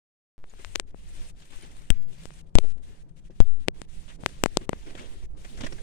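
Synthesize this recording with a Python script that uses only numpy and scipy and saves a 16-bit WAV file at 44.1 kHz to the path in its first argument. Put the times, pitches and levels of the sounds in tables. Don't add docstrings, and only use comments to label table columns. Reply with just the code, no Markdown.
import sys
import numpy as np
from scipy import signal
from scipy.io import wavfile

SR = 44100
rng = np.random.default_rng(int(sys.argv[2]) if len(sys.argv) > 2 else 0)


def amplitude_ratio(level_db):
    exponent = np.asarray(level_db, float) / 20
    return 10 ** exponent


def unload_wav(signal):
    wavfile.write(
        sys.argv[1],
        SR,
        np.round(np.clip(np.atleast_2d(signal).T, -1, 1) * 32767).astype(np.int16),
    )


N = 256662
T = np.arange(N) / SR
START_S = .3803
CUTOFF_HZ = 16550


def rms_one(x):
    return x / np.sqrt(np.mean(x ** 2) + 1e-20)


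def in_time(rows):
    s, *columns = np.transpose(rows)
    return [np.interp(T, s, c) for c in columns]


def at_hz(points, hz):
    points = np.array(points)
    return np.array([np.interp(np.log(hz), np.log(points[:, 0]), c) for c in points[:, 1:].T])


def drift(rate):
    r = np.exp(-80 * np.pi * rate / SR)
    slow = signal.lfilter([1], [1, -2 * r, r * r], rng.standard_normal(N // 40 + 2002))[2000:]
    return np.interp(np.arange(N) / 40, np.arange(len(slow)), rms_one(slow))


def butter(x, hz, kind, order=2):
    return signal.sosfilt(signal.butter(order, hz, kind, fs=SR, output="sos"), x)


def ring(clicks, hz, t60):
    r, w = amplitude_ratio(-60 / (t60 * SR)), 2 * np.pi * hz / SR
    return signal.lfilter([0, np.sin(w)], [1, -2 * r * np.cos(w), r * r], clicks + 1e-18)


def opening():
    age = np.clip(T - START_S, 0, None)
    stairs = 1 - np.exp(-np.ceil(age / .01) * .35)
    offset = 0.02 * stairs + 0.0024 * (1 - np.exp(-age / 0.014))
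    return offset * np.exp(-(age / 0.12) ** 4) * [[1], [.8]]


# time in seconds, gust level in dB, left over right in dB.
WIND = [(.4, -61, 10), (.55, -46, 3), (.75, -40.5, 14), (.95, -40.5, -3.5), (1.25, -36.5, -1.5),
        (1.45, -51, 8.5), (1.7, -43, 4.5), (2.25, -42, -7.5), (2.5, -44, 7.5), (2.85, -41, 2.5),
        (3.2, -47.5, -1.5), (3.36, -42.5, 13.5), (3.88, -41.5, -7), (4.2, -47, -11.5), (4.5, -39, 5),
        (4.75, -43, -5.5), (5.3, -38, -6), (5.8, -41, -17)]
DUCK_DB, DUCK_AFTER_S, DUCK_S = -12.5, 0.054, 0.09


def wind():
    gust_db, lean_db = in_time(WIND)
    for s, *_ in SEALS:
        gust_db = gust_db + DUCK_DB * np.exp(-((T - s - DUCK_AFTER_S) / DUCK_S) ** 2)
    out = []
    for level_db in (gust_db + lean_db / 2, gust_db - lean_db / 2):
        eddies = butter(rng.standard_normal(N), 5.06, "low", order=1)
        eddies = butter(butter(eddies, 65, "low"), 5.77, "high")
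        lumps_db = 2.44 * drift(11)
        out.append(amplitude_ratio(level_db + 0.5 + lumps_db) * rms_one(eddies))
    return np.array(out)


# time in seconds, peak in dB.
KNOCKS = [(0.7558, -36), (0.7971, -35), (1.9042, -45), (2.2561, -55.5), (2.5552, -25.5), (2.5853, -29),
          (3.4036, -35.0), (3.684, -30), (4.2641, -42.5), (4.435, -38.5), (4.4589, -39), (4.5715, -32.5),
          (4.6934, -34)]
# time in seconds, peak in dB.
BUMPS = [
    (.598, -57),
    (2.634, -47),
    (2.645, -63),
    (2.77, -53.5),
    (3.299, -47.5),
    (4.87, -46),
    (4.952, -41.5),
]
# frequency in Hz, level in dB, t60 in seconds.
CASE = [(375.7, 1.5, 0.028), (520, -2, 0.021), (178, -16.5, 0.085)]


def knocks():
    clicks = np.zeros(N)
    for s, peak_db in [*KNOCKS, *BUMPS]:
        clicks[round(s * SR)] = amplitude_ratio(peak_db)
    modes = sum(amplitude_ratio(level_db) * ring(clicks, hz, t60) for hz, level_db, t60 in CASE)
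    return butter(modes, 750, "low") * [[1.6], [1]]


# start in seconds, pressure step (full scale 1),
# settling frequency in Hz, closing time in ms.
SEALS = [
    (1.9039, -0.7, 3.55, 2.2),
    (2.5542, 1.1, 3.68, .9),
    (3.4033, 1.3, 3.7, 1.1),
]


def seals():
    out = np.zeros((2, N))
    for s, step, hz, closing in SEALS:
        age = np.clip(T - s, 0, None)
        rise = np.sin(np.pi / 2 * np.clip(age * 1000 / closing, 0, 1)) ** 2
        wobble = 1 - 0.072 * np.cos(2 * np.pi * 290 * age) * np.exp(-age / .006)
        phase = 2 * np.pi * hz * age
        leak = np.exp(-.75 * phase) * (np.cos(0.35 * phase) - 1.95 * np.sin(0.5 * phase))
        out[0] += step * rise * wobble * leak
    return out


# time in seconds, suction in dB, rebound in dB,
# pull in ms (negative: a push), crackle in dB.
FLICKS = [(0.4413, -30, -39.5, -0.19, -65), (.6477, -23, -19.5, -0.079, -46),
          (.7535, -23, -25, 0.075, -26.5), (0.7577, -7.5, -8.5, -0.018, -10),
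          (0.7987, -1.5, -31.5, 0.005, -21), (2.5544, -4.5, -12.5, 0.0091, -16.5),
          (2.58577, -2, -8, 0.078, -24), (3.4037, -15, -17, .05, -22), (3.6841, -5, -4.5, -0.15, -18),
          (4.2617, 1.5, -11.5, 0.088, -26), (4.4377, -14, -9, 0.14, -11.5), (4.4596, -8.5, -37, 0.028, -27),
          (4.5713, -4.5, -3, .12, -35.5), (4.693, -12, -38, 0.073, -31)]
# time in seconds, suction in dB, rebound in dB,
# pull in ms (negative: a push), crackle in dB.
PEELS = [(0.4391, -37.5, -60, -0.99, -70), (.538, -33, -57, 0.2, -60), (.9454, -29, -34, 0.34, -67),
         (1.9034, -18.5, -25, -0.32, -4), (2.2555, -23, -26, -.0052, -33.5), (2.3061, -29, -56, 0.11, -60),
         (2.586, -1, -7.5, 0.09, -16), (3.678, -39.5, -27, 0.034, -59), (3.684, 0, -11.5, 0.167, -17),
         (3.8175, -17, -24.5, -0.011, -45), (4.2351, -25.5, -52.5, 0.62, -62),
         (4.2366, -27, -26.5, 0.14, -57), (4.4376, -5.5, -6.5, 0.15, -6), (4.46, -2.5, -10.5, 0.16, -23),
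         (4.57153, 4.5, -9, 0.065, -10), (4.6939, -7, -18.5, 0.3, -24.5), (4.73, -24, -40, .12, -56),
         (4.732, -13, -16, .16, -50)]
FLICK_REBOUND_MS, PEEL_REBOUND_MS = 0.062, 0.51
# frequency in Hz, width in Hz, level in dB.
PORT = [(8030, 890, 3), (2800, 1690, -0.5), (6370, 830, -3.5), (13280, 4200, 1.5)]


def pops():
    rows = [(*row, FLICK_REBOUND_MS) for row in FLICKS] + [(*row, PEEL_REBOUND_MS) for row in PEELS]
    rows = sorted(rows, key=lambda row: round(row[0], 3))
    pressure, crackle = np.zeros(N), np.zeros(N)
    noise = rng.standard_normal((len(rows), 500))
    ms = (np.arange(500) - 150) / SR * 1000
    for (s, suction_db, rebound_db, pull, crackle_db, rebound), tear in zip(rows, noise):
        at = slice(round(s * SR) - 150, round(s * SR) + 350)
        slope = np.where(ms < 0, ms / 1.4, ms / .5) / max(abs(pull), .03)
        tip = 2.5 * abs(pull)
        dip = np.exp(tip - np.sqrt(slope ** 2 + tip ** 2))
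        age = np.clip((ms - .5 * abs(pull)) / max(rebound, .04), 0, None)
        swing_back = age * np.exp(1 - age)
        pressure[at] += np.sign(pull) * (amplitude_ratio(rebound_db) * swing_back - amplitude_ratio(suction_db) * dip)
        tear = tear * (abs(ms + .12 - .7 * rebound) < max(.7 * rebound, .1))
        crackle[at] += amplitude_ratio(crackle_db) * tear / np.abs(tear).max()
    crackle = sum(amplitude_ratio(level_db + 10.0) * butter(crackle, [hz - width / 2, hz + width / 2], "band", order=1)
                  for hz, width, level_db in PORT)
    pressure = pressure + 2.78 * butter(pressure, [7400, 8800], "band", order=1)
    pressure = pressure + 0.29 * butter(pressure, [1700, 3000], "band", order=1)
    left = butter(pressure, 52, "high", order=1) + crackle
    left = butter(left, 8300, "low")
    left = left - 0.65 * butter(left, [9800, 13500], "band", order=1)
    across = butter(crackle + .6 * pressure, 1500, "high")
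    across = across + 3.4 * butter(across, [8000, 9800], "band", order=1)
    return np.array([left, amplitude_ratio(-36.5) * np.roll(across, 6)])


# shuts in seconds, opens in seconds, depth in dB.
GATE = [(0.815, 0.868, -20), (0.914, 0.947, -15), (1.315, 1.359, -17), (1.988, 2.009, -11),
        (2.041, 2.078, -14), (2.418, 2.543, -23.5), (2.727, 2.823, -17.5), (3.032, 3.161, -18.5),
        (3.202, 3.244, -14.5), (3.288, 3.309, -18), (3.311, 3.351, -12), (3.409, 3.426, -18),
        (3.484, 3.592, -20), (3.655, 3.671, -8), (3.687, 3.736, -32), (3.855, 3.88, -19),
        (4.165, 4.199, -17.5), (4.658, 4.698, -24), (5.262, 5.365, -23.5)]
# time in seconds, lift in dB.
BLINKS = [
    (2.472, 13.5),
    (2.49, 11),
    (2.781, 12),
    (3.094, 16),
    (3.121, 3),
    (3.539, 17),
    (3.571, 10.2),
    (5.312, 8),
]
GATE_HZ = 815


def gate():
    gain_db = -22 * np.exp(-(np.clip(T - START_S, 0, None) / 0.099) ** 2)
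    for shuts, opens, depth_db in GATE:
        corners = [shuts - .004, shuts + 0.0036, opens - .008, opens + 0.0091]
        gain_db += np.interp(T, corners, [0, depth_db, depth_db, 0])
    for s, lift_db in BLINKS:
        gain_db += lift_db * np.exp(-((T - s) / 0.0085) ** 2)
    return amplitude_ratio(gain_db)


LULL_HISS, LULL_ROUGH, LULL_SPREAD_S = 0.19, 0.049, 0.063


def lulls():
    dips_db = np.zeros(N)
    for shuts, opens, depth_db in GATE:
        middle, spread = (shuts + opens) / 2, (opens - shuts) / 2 + LULL_SPREAD_S
        dips_db += depth_db * np.exp(-((T - middle) / spread) ** 2)
    return dips_db


# time in seconds, frequency in Hz, level in dB, t60 in seconds.
PINGS = [
    (.497, 6870, -49, 0.018),
    (0.503, 7130, -51, 0.012),
    (1.622, 3080, -55, 0.076),
    (1.622, 9480, -52, 0.046),
    (4.105, 2740, -60, 0.056),
    (4.999, 3000, -55, 0.024),
    (5.648, 5730, -44, .018),
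    (5.728, 5600, -44, 0.026),
]


def pings():
    out = np.zeros(N)
    for s, hz, level_db, t60 in PINGS:
        taps = np.zeros(N)
        taps[round(s * SR) + np.array([0, round(6 * SR / hz)])] = .6
        out += amplitude_ratio(level_db) * ring(taps, hz, t60)
    return out * [[1.5], [1]]


def grains(per_s, spread_db):
    shape = (2, 3, N)
    sizes = amplitude_ratio(spread_db * np.minimum(rng.exponential(1, shape), 4)) * rng.choice([-1, 1], shape)
    return sizes * (rng.random(shape) < per_s / SR) + 1e-18


# frequency in Hz, shared part of the power from 0 to 1.
LIKENESS = [(100, 0.98), (200, .8), (900, 0.6), (1400, 0.8), (2500, 0.16), (4000, 0.1)]
RIGHT_LAG = 20


def coloured(white, spectrum, patchy_db, rate):
    out, together = 0, drift(rate / 2)
    lowest, highest = spectrum[0][0], spectrum[-1][0]
    edges = lowest * 2 ** np.arange(-.2, np.log2(highest / lowest) + .2, .4)
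    for k, (low, high) in enumerate(zip(edges, edges[1:])):
        middle = np.sqrt(low * high)
        shared, left, right = butter(white[k % 2], [low, high], "band")
        alike = np.clip(at_hz(LIKENESS, middle)[0], 0, 1)
        common = np.array([shared, np.roll(shared, RIGHT_LAG)])
        pair = np.sqrt(alike) * common + np.sqrt(1 - alike) * np.array([left, right])
        flicker_db = patchy_db * (together + drift(rate))
        out = out + amplitude_ratio(at_hz(spectrum, middle)[:, None] + flicker_db) * pair
    return out / np.sqrt(np.mean(out[1] ** 2))


# time in seconds, needle litter in dB, roughness in dB.
GROUND = [(.38, -65.5, -68), (.65, -61, -58.5), (.95, -69, -58), (1.22, -58, -60), (1.45, -66, -60),
          (1.65, -63, -56.5), (2.05, -70.5, -56), (2.25, -62, -57), (2.65, -62.5, -62), (3.0, -68, -58),
          (3.3, -64.5, -60.5), (3.8, -65.5, -56), (4.1, -63.5, -60.5), (4.45, -62, -55.5),
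          (4.7, -63.5, -54), (5.0, -65, -48), (5.3, -61.5, -57), (5.6, -62, -50.5)]
# start in seconds, peak in dB, thud relative to it in dB, length in seconds.
CRUSH = [(0.493, -77, -17, 0.0044), (0.589, -52.5, 8, 0.0062), (1.417, -49, -10, 0.0083),
         (1.518, -44, -8, 0.0098), (1.584, -55, 13, 0.0054), (1.617, -44.5, -3.5, 0.019),
         (2.632, -55.5, 23, 0.008), (2.773, -63.5, 15.5, 0.012), (3.302, -42.5, 0.5, 0.0066),
         (4.077, -45.5, -5, 0.018), (4.183, -60, 21, 0.016), (4.286, -46, -20, 0.005),
         (4.6065, -46, 9.5, 0.0092), (4.862, -45, -4, 0.0048), (4.873, -51, 9, 0.005),
         (4.893, -52, 8, 0.0077), (4.949, -35.5, -10, 0.0052), (4.974, -35, -17, 0.0054),
         (4.987, -41.5, 3, 0.011), (5.014, -47.5, -2, .007), (5.039, -49.5, -1, 0.011),
         (5.14, -57, 3, 0.0027), (5.223, -61.5, 21, 0.0073), (5.445, -39, -6, 0.0042),
         (5.571, -39, -33, 0.012), (5.6046, -29, 2, 0.0054), (5.632, -35, 7.5, 0.0085),
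         (5.6627, -32.5, -28, 0.0043), (5.7223, -37, 5, 0.003), (5.78, -46, -11, 0.0045)]
# time in seconds, level in dB.
DRONE = [(.38, -72), (.85, -70), (1.1, -60), (1.5, -63.5), (2.1, -53), (2.6, -54), (2.85, -61.5),
         (3.1, -55), (3.7, -56.5), (4.35, -53), (5.05, -71), (5.6, -53)]
# first tick in seconds, last in seconds, period in seconds, lift of the hiss in dB.
TICKING = (1.3, 2.8, 0.052, 6.1)
# frequency in Hz, left in dB per Hz, right in dB per Hz.
HISS = [(501, 3, -5.5), (925, -1, -5), (1730, 2.5, -4.5), (3000, 6, -3), (4500, 0, -3.5), (6570, 0.5, -8),
        (7700, 1.5, -5), (9300, -2.5, -6), (9720, -20.5, -12.5), (12500, -15.5, -23), (16300, -8, -20.5)]
# frequency in Hz, left in dB per Hz, right in dB per Hz.
CRUNCH = [(599, -0.5, -1.5), (1320, 1, -2.5), (1870, 4, 2.5), (2140, 2, -1), (3250, 2, 0), (4800, -12, -9),
          (6450, 4, -5), (7200, -4.5, -20.5), (10900, -40, -19.5)]
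# frequency in Hz, left in dB per Hz, right in dB per Hz.
RUMBLE = [(91.8, 3, 7.5), (142.5, 3, 0.5), (250, 4, 3.5), (407, 3.5, 0.5), (720, -10, -8), (930, -7.5, -16),
          (2000, -26, -35.5), (8600, -35, -38.5), (12000, -45.5, -57.5)]
CRUNCH_DB, CRUNCH_PER_LITTER = -12.5, -0.33


def tyres():
    litter_db, rough_db = in_time(GROUND)
    lull_db = lulls()
    hiss_db = litter_db + LULL_HISS * lull_db
    rough_db = rough_db + LULL_ROUGH * lull_db
    cushion_db = CRUNCH_PER_LITTER * (litter_db - litter_db.mean())
    crunch_gain = amplitude_ratio(rough_db + CRUNCH_DB + cushion_db)
    rumble_gain = amplitude_ratio(rough_db - 3.5)
    for s, peak_db, thud_db, length in CRUSH:
        at = slice(int(s * SR), int((s + .2) * SR))
        age = np.clip((T[at] - s) / max(length, .002), 0, None)
        swell = age * np.exp(1 - age)
        crunch_gain[at] += amplitude_ratio(peak_db - 10.5) * swell
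        rumble_gain[at] += amplitude_ratio(peak_db + thud_db - 11.0) * swell

    first, last, period, lift_db = TICKING
    off_beat = (T - first + period / 2) % period - period / 2
    ticking = (T > first - period / 2) * (T < last)
    hiss_db = hiss_db + lift_db * np.exp(-(off_beat / 0.0034) ** 2) * ticking

    hiss = coloured(rng.standard_normal((2, 3, N)), HISS, patchy_db=1.54, rate=17)
    hiss[1] += 1.9 * butter(hiss[1], [8800, 10100], "band", order=1)
    hiss += amplitude_ratio(-38 + 3.0 * drift(8)) * np.sin(2 * np.pi * 14000 * T) * [[.3], [1]]
    crunch = crunch_gain * coloured(grains(per_s=5000., spread_db=5.5), CRUNCH, patchy_db=2.5, rate=26)
    rumble = rumble_gain * coloured(rng.standard_normal((2, 3, N)), RUMBLE, patchy_db=2.5, rate=17)
    hum = rms_one(butter(rng.standard_normal(N), [128, 180], "band"))
    drone = amplitude_ratio(in_time(DRONE)[0] - 2.5) * hum
    return amplitude_ratio(hiss_db) * hiss + crunch + pings(), rumble + drone


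def scene():
    bright, rumble = tyres()
    dull = butter(bright, GATE_HZ, "low", order=4)
    treble = signal.sosfilt(signal.cheby2(10, 50, CUTOFF_HZ, fs=SR, output="sos"), bright)
    gated = gate() * butter(treble, GATE_HZ, "high", order=4)
    mix = gated + dull + rumble + wind() + pops() + knocks() + seals() + opening()
    return mix * (T > START_S)


def top_cut(x):
    return signal.sosfilt(signal.butter(12, 16560, fs=SR, output="sos"), x)


def record(dry):
    x = signal.sosfilt(signal.cheby2(10, 60, CUTOFF_HZ + 150, fs=SR, output="sos"), dry)
    mix = np.clip(x, -.99, .99)
    return top_cut(mix)


dry = scene()
out = record(dry)
unload_wav(out)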